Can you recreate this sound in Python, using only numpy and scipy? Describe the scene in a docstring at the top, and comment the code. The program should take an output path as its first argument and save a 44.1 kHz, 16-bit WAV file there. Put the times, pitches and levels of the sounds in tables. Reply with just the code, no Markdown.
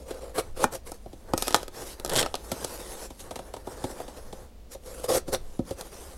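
"""A small blade is heard first, slitting the thick tape on a cardboard box, close by in a quiet room with a low hum.
The flap is pulled up: the tape peels, snaps thread by thread and rips. Hands slide over the box, turn it and bump it,
and the blade cuts again. Cuts, slides and rips are trains of random tiny slips, filtered into hiss and box drone;
snaps and bumps are decaying noise bursts with a flexing panel that rings the box modes."""
import sys
import numpy as np
from scipy import signal
from scipy.fft import rfft, irfft, next_fast_len
from scipy.io import wavfile
from scipy.ndimage import uniform_filter1d, map_coordinates

SR = 44100
rng = np.random.default_rng(int(sys.argv[2]) if len(sys.argv) > 2 else 0)


def to_wav(s):
    """Save 16-bit WAV."""
    ch = np.atleast_2d(s).T  # columns
    pcm = np.round(np.clip(ch, -1, 1) * 32767)  # PCM
    wavfile.write(sys.argv[1], SR, pcm.astype(np.int16))


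N = 272270  # length of the scene [samples]


def amp(db):
    """Level to amplitude: 20 dB is a factor of ten."""
    return 10 ** (np.asarray(db) / 20)


def unit(x):
    """Normalisation by effective value: scale to rms 1."""
    return x / np.sqrt(np.mean(x ** 2) + 1e-20)


def along(points, hz):
    """Logarithmic frequency scale: (frequency [Hz], value) points interpolated along it."""
    f, values = np.transpose(points)
    return np.interp(np.log(hz + 1), np.log(f), values)


def wobble(rate):
    """Slow random modulation: a smooth curve through rate random knots a second."""
    knots = rng.standard_normal(int(N * rate / SR) + 4)
    return map_coordinates(knots, [np.arange(N) * rate / SR])


def colour(x, spectrum):
    """Minimum-phase filtering: the folded cepstrum gives a causal response of this shape; the result has rms 1."""
    m = 2 * next_fast_len(len(x))
    log_gain = np.log(amp(along(spectrum, np.fft.rfftfreq(m, 1 / SR))))
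    cepstrum = irfft(log_gain)
    cepstrum[1:m // 2] *= 2
    cepstrum[m // 2 + 1:] = 0
    response = np.exp(rfft(cepstrum))
    return unit(irfft(rfft(x, m) * response)[:len(x)])


def grains(rate, spread_db):
    """Stick-slip friction: tiny slips at random moments, rate a second, of widely varying size."""
    chance, size = rng.random(N), rng.standard_normal(N)
    sign = rng.choice([-1, 1], N)
    return unit((chance < rate / SR) * sign * amp(spread_db * np.clip(size, -2, 2)))


def shifting(x, depth_db):
    """Drifting resonance: the card's fine resonances move as the contact point moves over it."""
    z = signal.stft(x, nperseg=512)[2]
    field = rng.standard_normal(z.shape)
    field = uniform_filter1d(field, size=4, axis=0)  # smooth in frequency
    field = uniform_filter1d(field, size=11, axis=1)  # smooth in time
    return unit(signal.istft(z * amp(depth_db * unit(field)), nperseg=512)[1][:N])


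# level reached one attack time before a stroke and one release time after it [dB]
REST_DB = -79


def strokes(rows, attack_s, release_s):
    """Exponential growth and decay: straight dB slopes around a steady swell; a gain for the first and each added layer."""
    t, power = np.arange(N) / SR, 0
    for s, length, db, swell_db, *layers_db in rows:
        held_db = db + swell_db * np.clip((t - s) / length, 0, 1)
        before = np.maximum(s - t, 0) / attack_s
        after = np.maximum(t - s - length, 0) / release_s
        gain = amp(held_db + (REST_DB - held_db) * np.minimum(before + after, 10))
        power = power + np.outer(amp([0, *layers_db]), gain) ** 2  # overlapping strokes add in power
    return np.sqrt(power)


# strokes of the blade: (start [s], length [s], edge hiss level [dB], swell over the stroke [dB],
# rasp relative to hiss [dB], box drone relative to hiss [dB]), before the mix in blade()
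CUT_STROKES = [(0.0, 0.026, -58.5, 0, -0.5, 13.5), (0.072, 0.052, -57, 7.5, 0.5, 11),
               (0.145, 0.051, -55.5, -2.5, 2, 12.5), (0.222, 0.087, -54, -4.5, 2, 14),
               (0.354, 0.04, -44, 13, 0.5, 6), (0.566, 0.071, -51.5, 18, -0.5, 9),
               (0.725, 0.032, -40, 1, -5, 2.5), (0.868, .045, -45.5, -6.5, -5, 2.5),
               (0.943, .005, -52, 2, -7, 0), (4.72, 0.02, -44.5, -3, -8.5, -5),
               (4.862, 0.18, -49.5, 0, -4.5, 3.5), (5.041, 0.0086, -39.5, 0, -3.5, 8),
               (5.091, 0.087, -32, 3.5, -6, 3), (5.282, 0.014, -45, 0.5, -4.5, 11),
               (5.331, 0.016, -31, 0.5, -4.5, 5)]
# spectra of the parting tape, the rasping card and the box under the blade: (frequency [Hz], level [dB])
TAPE_HISS_SPECTRUM = [(2000, -20.5), (3600, -5.5), (5200, 1), (7200, -1), (11500, -1.5), (13500, -12.5),
                      (16000, -23)]
CARD_RASP_SPECTRUM = [(600, -21.5), (950, 0.5), (1220, 6.5), (1350, 5), (1480, 2), (2000, -2), (2700, -3),
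                      (3600, -3), (5000, -2.5), (8000, -23)]
BLADE_DRONE_SPECTRUM = [(70, -25), (115, -14.5), (190, -18.5), (290, -12.5), (410, -6.5), (480, -0.5),
                        (525, 2), (590, -5.5), (700, -10), (950, -22), (2000, -54)]
CUT_ATTACK_S, CUT_RELEASE_S = 0.03, 0.05  # the edge bites, then runs out


def blade():
    """Fracture noise: the edge parts thousands of fibres a second; tape hisses, card rasps and the box drones."""
    hiss, rasp, drone = strokes(CUT_STROKES, CUT_ATTACK_S, CUT_RELEASE_S)
    fibres = grains(rate=9000, spread_db=3.0) * amp(1.56 * wobble(130))
    tape = hiss * shifting(colour(fibres, TAPE_HISS_SPECTRUM), depth_db=3.5)
    card = amp(1) * rasp * shifting(colour(fibres, CARD_RASP_SPECTRUM), depth_db=2.5)
    box = amp(0.5) * drone * colour(fibres, BLADE_DRONE_SPECTRUM)
    return tape + card + box


# reverberation of the room: (frequency [Hz], decay time to -60 dB [s])
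ROOM_DECAY = [(150, 0.34), (600, 0.19), (3000, 0.25), (12000, 0.11)]


def room(x):
    """Reverberation: a small furnished room returns a short noise-like tail, longest in the bass."""
    hz, t, z = signal.stft(rng.standard_normal(SR // 3), SR, nperseg=256)
    decay = amp(-60 * t / along(ROOM_DECAY, hz)[:, None])
    tail = signal.istft(z * decay, SR, nperseg=256)[1]
    delayed = np.pad(x, (round(0.0035 * SR), 0))
    return signal.fftconvolve(delayed, tail / np.linalg.norm(tail))[:N]


# shoves that heave the box and table: (time [s], level [dB])
BOX_SHOVES = [(0.5, -38.5), (1.44, -39), (2.18, -35), (4.35, -43), (5.4, -36)]
SHOVE_FADE_DB_PER_S = 87  # slope on either side of a shove
HELD_DB = -52.5  # the heave of the box merely held


def shoves():
    """Exponential growth and decay: the gain of the slow heave peaks at each shove."""
    t = np.arange(N) / SR
    return amp(HELD_DB) + sum(amp(db - SHOVE_FADE_DB_PER_S * np.abs(t - s)) for s, db in BOX_SHOVES)


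# spectrum of the room air: (frequency [Hz], level [dB])
AIR_SPECTRUM = [(15, -44.5), (25, -13.5), (38, -7), (58, -7), (75, -11.5), (95, -22), (150, -32),
                (200, -20), (320, -29.5), (520, -26), (720, -33), (1400, -44), (4000, -45.5), (15000, -54)]


def background():
    """Filtered random noise: steady room air, a low hum, and the slow heave of the handled box."""
    air, hum, heave = rng.standard_normal((3, N))
    air = amp(-49) * colour(air, AIR_SPECTRUM)
    hum = amp(-57) * colour(hum, [(35, -45), (48, -22), (55, 2.5), (62, -8), (80, -29.5), (200, -79.5)])
    heave_spectrum = [(6, -17), (14, 0), (28, -12.5), (50, -20.0), (120, -24), (400, -89.0)]
    heave = shoves() * colour(heave, heave_spectrum)
    return air + hum + heave


def burst(t, t60, tail_db, tail_t60):
    """Two-stage decay: a spatter of random-sign slips dies fast, with a weaker rustle after it."""
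    sign = np.sign(rng.standard_normal(len(t)))
    return sign * (amp(-60 * t / t60) + amp(tail_db - 60 * t / tail_t60))


# modes of the box: (frequency [Hz], level [dB], decay time to -60 dB [s]), levels and pitches before random scatter
BOX_MODES = [(108, 3.5, 0.062), (184, -9.5, 0.04), (263.7, -5.5, 0.059), (342.5, -1, 0.044),
             (451, -4, 0.031), (533, -8.5, 0.08), (639, -1, 0.026), (747.4, -5.5, 0.046), (855, -9, 0.041),
             (943, -11, 0.068), (1268, 3, 0.03), (1470, -2.5, 0.03), (1824, -10.5, 0.076),
             (2430, -5, 0.048)]


def box_pop(t, hz, ring_db, reach):
    """Modal excitation: the card flexes out and back once at hz and rings the box modes near that pitch; rms 1."""
    f, db, t60 = np.transpose(BOX_MODES)[:, :, None]
    level, detune = rng.standard_normal((2, len(BOX_MODES), 1))
    octaves_away = np.log2(f / hz)
    weight = amp(db + 2.1 * level) / (1 + (octaves_away / reach) ** 4)  # near modes take the energy
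    phase = rng.uniform(0, 2 * np.pi, f.shape)
    modes = weight * np.sin(2 * np.pi * f * (1 + 0.018 * detune) * t + phase) * amp(-60 * t / t60)
    onset = 1 - np.exp(-(t * hz) ** 2 / 2)
    ring = unit(modes.sum(0) * onset)
    u = np.pi * (t * hz - 0.8)
    flex = (1 - 2 * u ** 2) * np.exp(-u ** 2)
    return unit(unit(flex) + amp(ring_db) * ring)


# fingers and blade bumping the box: (time [s], knock level [dB], knock pitch [Hz], thump level [dB],
# scuff level [dB]), before the mix in bumps()
BOX_BUMPS = [(0.107, -23.5, 474, -55, -45.5), (0.381, -14.5, 490, -50, -38), (0.64, -16, 520, -26, -45),
             (1.059, -30.5, 573, -43.5, -63), (1.13, -35.5, 550, -44, -55.5), (1.334, -23, 520, -23, -51),
             (2.516, -36, 580, -30, -36), (2.643, -39, 420, -38.5, -40), (3.104, -35, 700, -44, -50),
             (3.309, -24.5, 694, -43, -43.5), (3.357, -26.5, 685, -40.5, -40.5),
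             (3.39, -27.5, 724, -41, -47.5), (3.538, -24.5, 705, -50, -45),
             (3.565, -29.5, 750, -43.5, -50.5), (3.671, -24.5, 680, -36.5, -51),
             (3.84, -21.5, 660, -28, -39.5), (4.001, -23.5, 666, -43, -51), (4.08, -33, 704, -45, -49.5),
             (4.327, -27.5, 570, -42, -47.5), (4.748, -28, 533, -52, -54), (5.098, -12, 517, -38, -41),
             (5.28, -25, 410, -34, -50), (5.591, -23.5, 554, -23, -53), (5.708, -18.5, 446, -31, -44.5)]
# spectrum of scuffed, creased or tearing tape: (frequency [Hz], level [dB])
TAPE_TEAR_SPECTRUM = [(700, -17), (1300, -14), (2100, -2.5), (2700, -4.5), (3500, 1.5), (5000, -5.5),
                      (7500, -4.5), (11000, -6.5), (13500, -18), (16000, -22)]


def bumps():
    """Impact excitation: a nail or the blade scuffs the tape, the panel knocks and the whole box thumps."""
    out, t = np.zeros(N + SR), np.arange(SR // 8) / SR
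    for s, db, hz, thump_db, scuff_db in BOX_BUMPS:
        knock = box_pop(t, hz, ring_db=5.0, reach=0.59)
        thump = box_pop(t, hz=254.5, ring_db=2, reach=0.97)
        scuff = colour(burst(t, t60=0.047, tail_db=-7.5, tail_t60=0.093), TAPE_TEAR_SPECTRUM)
        out[round(s * SR):][:len(t)] += amp(scuff_db - 9.5) * scuff
        # knock and thump start 1.5 ms after the scuff
        panel = amp(db - 20.5) * knock + amp(thump_db - 9.5) * thump
        out[round((s + 0.0015) * SR):][:len(t)] += panel
    return out[:N]


def crackle(rate, spread_db, t60, count=3):
    """Impulse response: random tiny snaps from several spots on the stiff tape, each with its own brief ring."""
    t = np.arange(SR // 30) / SR
    rings = rng.standard_normal((count, len(t))) * amp(-60 * t / t60)
    return unit(sum(signal.oaconvolve(grains(rate / count, spread_db), ring)[:N] for ring in rings))


# palms and flaps sliding on card, and tape peeling at 1.385 and 1.57 s: (start [s], length [s],
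# hiss level [dB], swell over the stroke [dB], box drone relative to hiss [dB]), before the mix in sliding()
SLIDES_AND_PEELS = [(0.44, .05, -57.5, -2.5, 7), (0.97, 0.45, -67.5, 3.5, 1), (1.295, 0.025, -60, -2, 16),
                    (1.385, .11, -41.5, -0.5, -8), (1.57, 0.078, -49.5, -7, 8.5),
                    (1.75, 0.091, -46.5, 1, 3), (1.865, 0.073, -41, -7, -3), (1.99, 0.1, -57.5, -0.5, 9.5),
                    (2.28, .14, -57.5, 2, 4.5), (2.45, .19, -50, 6.5, 3), (2.67, .39, -44.5, -0.5, 0),
                    (3.12, 0.042, -59.5, 0, -1), (3.2, 0.011, -46.5, 0.5, -6), (3.24, 0.37, -56.5, -4, 7.5),
                    (3.675, 0.339, -53.5, 4, 7), (4.04, 0.4, -54.5, -6, 7), (4.835, .03, -59, 3, 0),
                    (5.39, 0.18, -63, 3, 3), (5.675, 0.039, -50, 2, 2), (5.785, 0.035, -49, 0.5, 4.5),
                    (5.855, 0.036, -51, -1.5, 0.5), (5.93, 0.25, -48, -6, 1)]
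# spectra of the rubbing hiss and of the card panel under it: (frequency [Hz], level [dB])
RUB_SPECTRUM = [(700, -35), (1200, -5), (1650, 0), (2100, -7.5), (2700, -5.5), (3500, -5), (5000, -1),
                (7000, -2.5), (11000, -1.5), (13500, -9), (16000, -21)]
CARD_PANEL_SPECTRUM = [(70, -19.5), (130, -7.5), (220, -9.5), (350, -1.5), (520, 0.5), (680, -6),
                       (850, -6.5), (1200, -12.5), (1800, -13.5), (3500, -52)]
SLIDE_ATTACK_S, SLIDE_RELEASE_S = 0.064, 0.076  # gentler than the blade at both ends


def sliding():
    """Sliding friction: skin and card rub with a fine, uneven grain, tape crinkles faintly; peeling tape hisses alike."""
    hiss, drone = strokes(SLIDES_AND_PEELS, SLIDE_ATTACK_S, SLIDE_RELEASE_S)
    pressure = amp(1.4 * wobble(45))
    rub = grains(rate=9000, spread_db=2) * pressure
    surface = shifting(colour(rub, RUB_SPECTRUM), depth_db=3.5)
    creases = colour(crackle(rate=130, spread_db=4.5, t60=0.006), TAPE_TEAR_SPECTRUM)
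    box = amp(0.5) * drone * colour(rub, CARD_PANEL_SPECTRUM)
    return hiss * (surface + amp(-11.5) * creases) + box


# tape threads snapping: (time [s], crack level [dB], fizz level [dB], pop level [dB]), before the mix in snaps()
THREAD_SNAPS = [(0.6402, -19, -24, -12.5), (0.9176, -45, -37, -33.5), (1.3348, -19.5, -33, -19),
                (1.3767, -20.5, -24, -29.5), (1.4227, -16, -24, -27), (1.4715, -28, -35, -31),
                (1.4799, -17, -24.5, -24.5), (1.5062, -22, -35.5, -30), (1.5253, -27, -34, -34),
                (1.544, -2, -20, -11.5), (1.551, -21, -29, -23), (1.5608, -23, -29.5, -26.5),
                (1.6293, -28, -40.5, -34), (1.6797, -29.5, -41, -37), (1.9976, -30, -40, -38.5),
                (2.047, -30, -28.5, -27.5), (2.0605, -23, -36, -34), (2.0764, -35.5, -41, -37),
                (2.0945, -26, -31, -42), (2.0985, -22, -34.5, -42), (2.134, -28, -29.5, -32),
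                (2.161, -14, -23, -27), (2.183, -11, -35, -36), (2.19, -11, -33, -31),
                (2.2276, -12, -43, -28), (2.2605, -19, -41, -25.5), (2.341, -17.5, -37, -25),
                (2.353, -20, -32, -34), (2.5169, -28, -30.5, -26), (2.6455, -30, -27.5, -29),
                (5.3462, -14.5, -40, -27.5), (5.8096, -29, -35, -36.5)]
# spectrum of a breaking thread: (frequency [Hz], level [dB])
THREAD_CRACK_SPECTRUM = [(700, -39.5), (1300, 1), (2000, -5.5), (2700, -4.5), (3500, -0.5), (5000, -6),
                         (7500, -19), (11000, -20.5), (16000, -33)]
POP_HZ, POP_REF_DB, POP_OCTAVES_PER_DB = 515, -31, 0.04  # a harder pop flexes the card faster


def snaps():
    """Sudden release of tension: a thread breaks with a crack and a fizz of glue, and the stretched card pops back."""
    out, t = np.zeros(N + SR), np.arange(SR // 8) / SR
    for s, db, fizz_db, pop_db in THREAD_SNAPS:
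        hz = POP_HZ * 2 ** (POP_OCTAVES_PER_DB * (pop_db - POP_REF_DB))
        crack = colour(burst(t, t60=0.004, tail_db=-10.5, tail_t60=0.04), THREAD_CRACK_SPECTRUM)
        fizz = colour(burst(t, t60=0.0024, tail_db=-10.0, tail_t60=0.03), TAPE_HISS_SPECTRUM)
        pop = box_pop(t, hz, ring_db=-4, reach=1.4)
        snap = amp(db - 28) * crack + amp(fizz_db - 15.0) * fizz + amp(pop_db - 14) * pop
        out[round((s + 0.001) * SR):][:len(t)] += snap
    return out[:N]


# pulls on the tape, a short peel and the long rip: (start [s], length [s], crackle level [dB],
# swell over the pull [dB], box drone relative to crackle [dB]), before the mix in rip()
TAPE_PULLS = [(1.47, 0.095, -38.5, 1.5, -2), (2.092, .105, -40, 25, 6)]
RIP_ATTACK_S, RIP_RELEASE_S = 0.025, 0.155  # the tape catches, then runs free
RIP_BOX_LIMIT_DB = -23.5  # ceiling on the drone gain of the stretched card, before the mix


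def rip():
    """Progressive fracture: the tape lets go in a run of tiny snaps, joined by random kicks to the box."""
    tear, pull = strokes(TAPE_PULLS, RIP_ATTACK_S, RIP_RELEASE_S)
    drone = pull / np.hypot(1, pull / amp(RIP_BOX_LIMIT_DB))
    threads = crackle(rate=850, spread_db=3, t60=0.005)
    kicks = grains(rate=1000, spread_db=1.0)
    tape = amp(-6.0) * tear * colour(threads, TAPE_TEAR_SPECTRUM)
    box = amp(-3.5) * drone * colour(kicks, CARD_PANEL_SPECTRUM)
    return tape + box


def scene():
    """Superposition: all the work on the box, its reverberation and the background add."""
    work = blade() + sliding() + rip() + snaps() + bumps()
    return (work + amp(-17) * room(work) + background())[None]


TOP_HZ = 16000  # upper band limit


def record(dry):
    """Saturation and band limiting: the loudest peaks are rounded off and nothing above the limit is kept."""
    m = next_fast_len(N + SR // 2)
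    rounded = dry / (1 + np.abs(dry / 0.9) ** 6) ** (1 / 6)
    passband = np.fft.rfftfreq(m, 1 / SR) < TOP_HZ
    return irfft(rfft(rounded, m) * passband, m)[..., :N]


dry = scene()
out = record(dry)
to_wav(out)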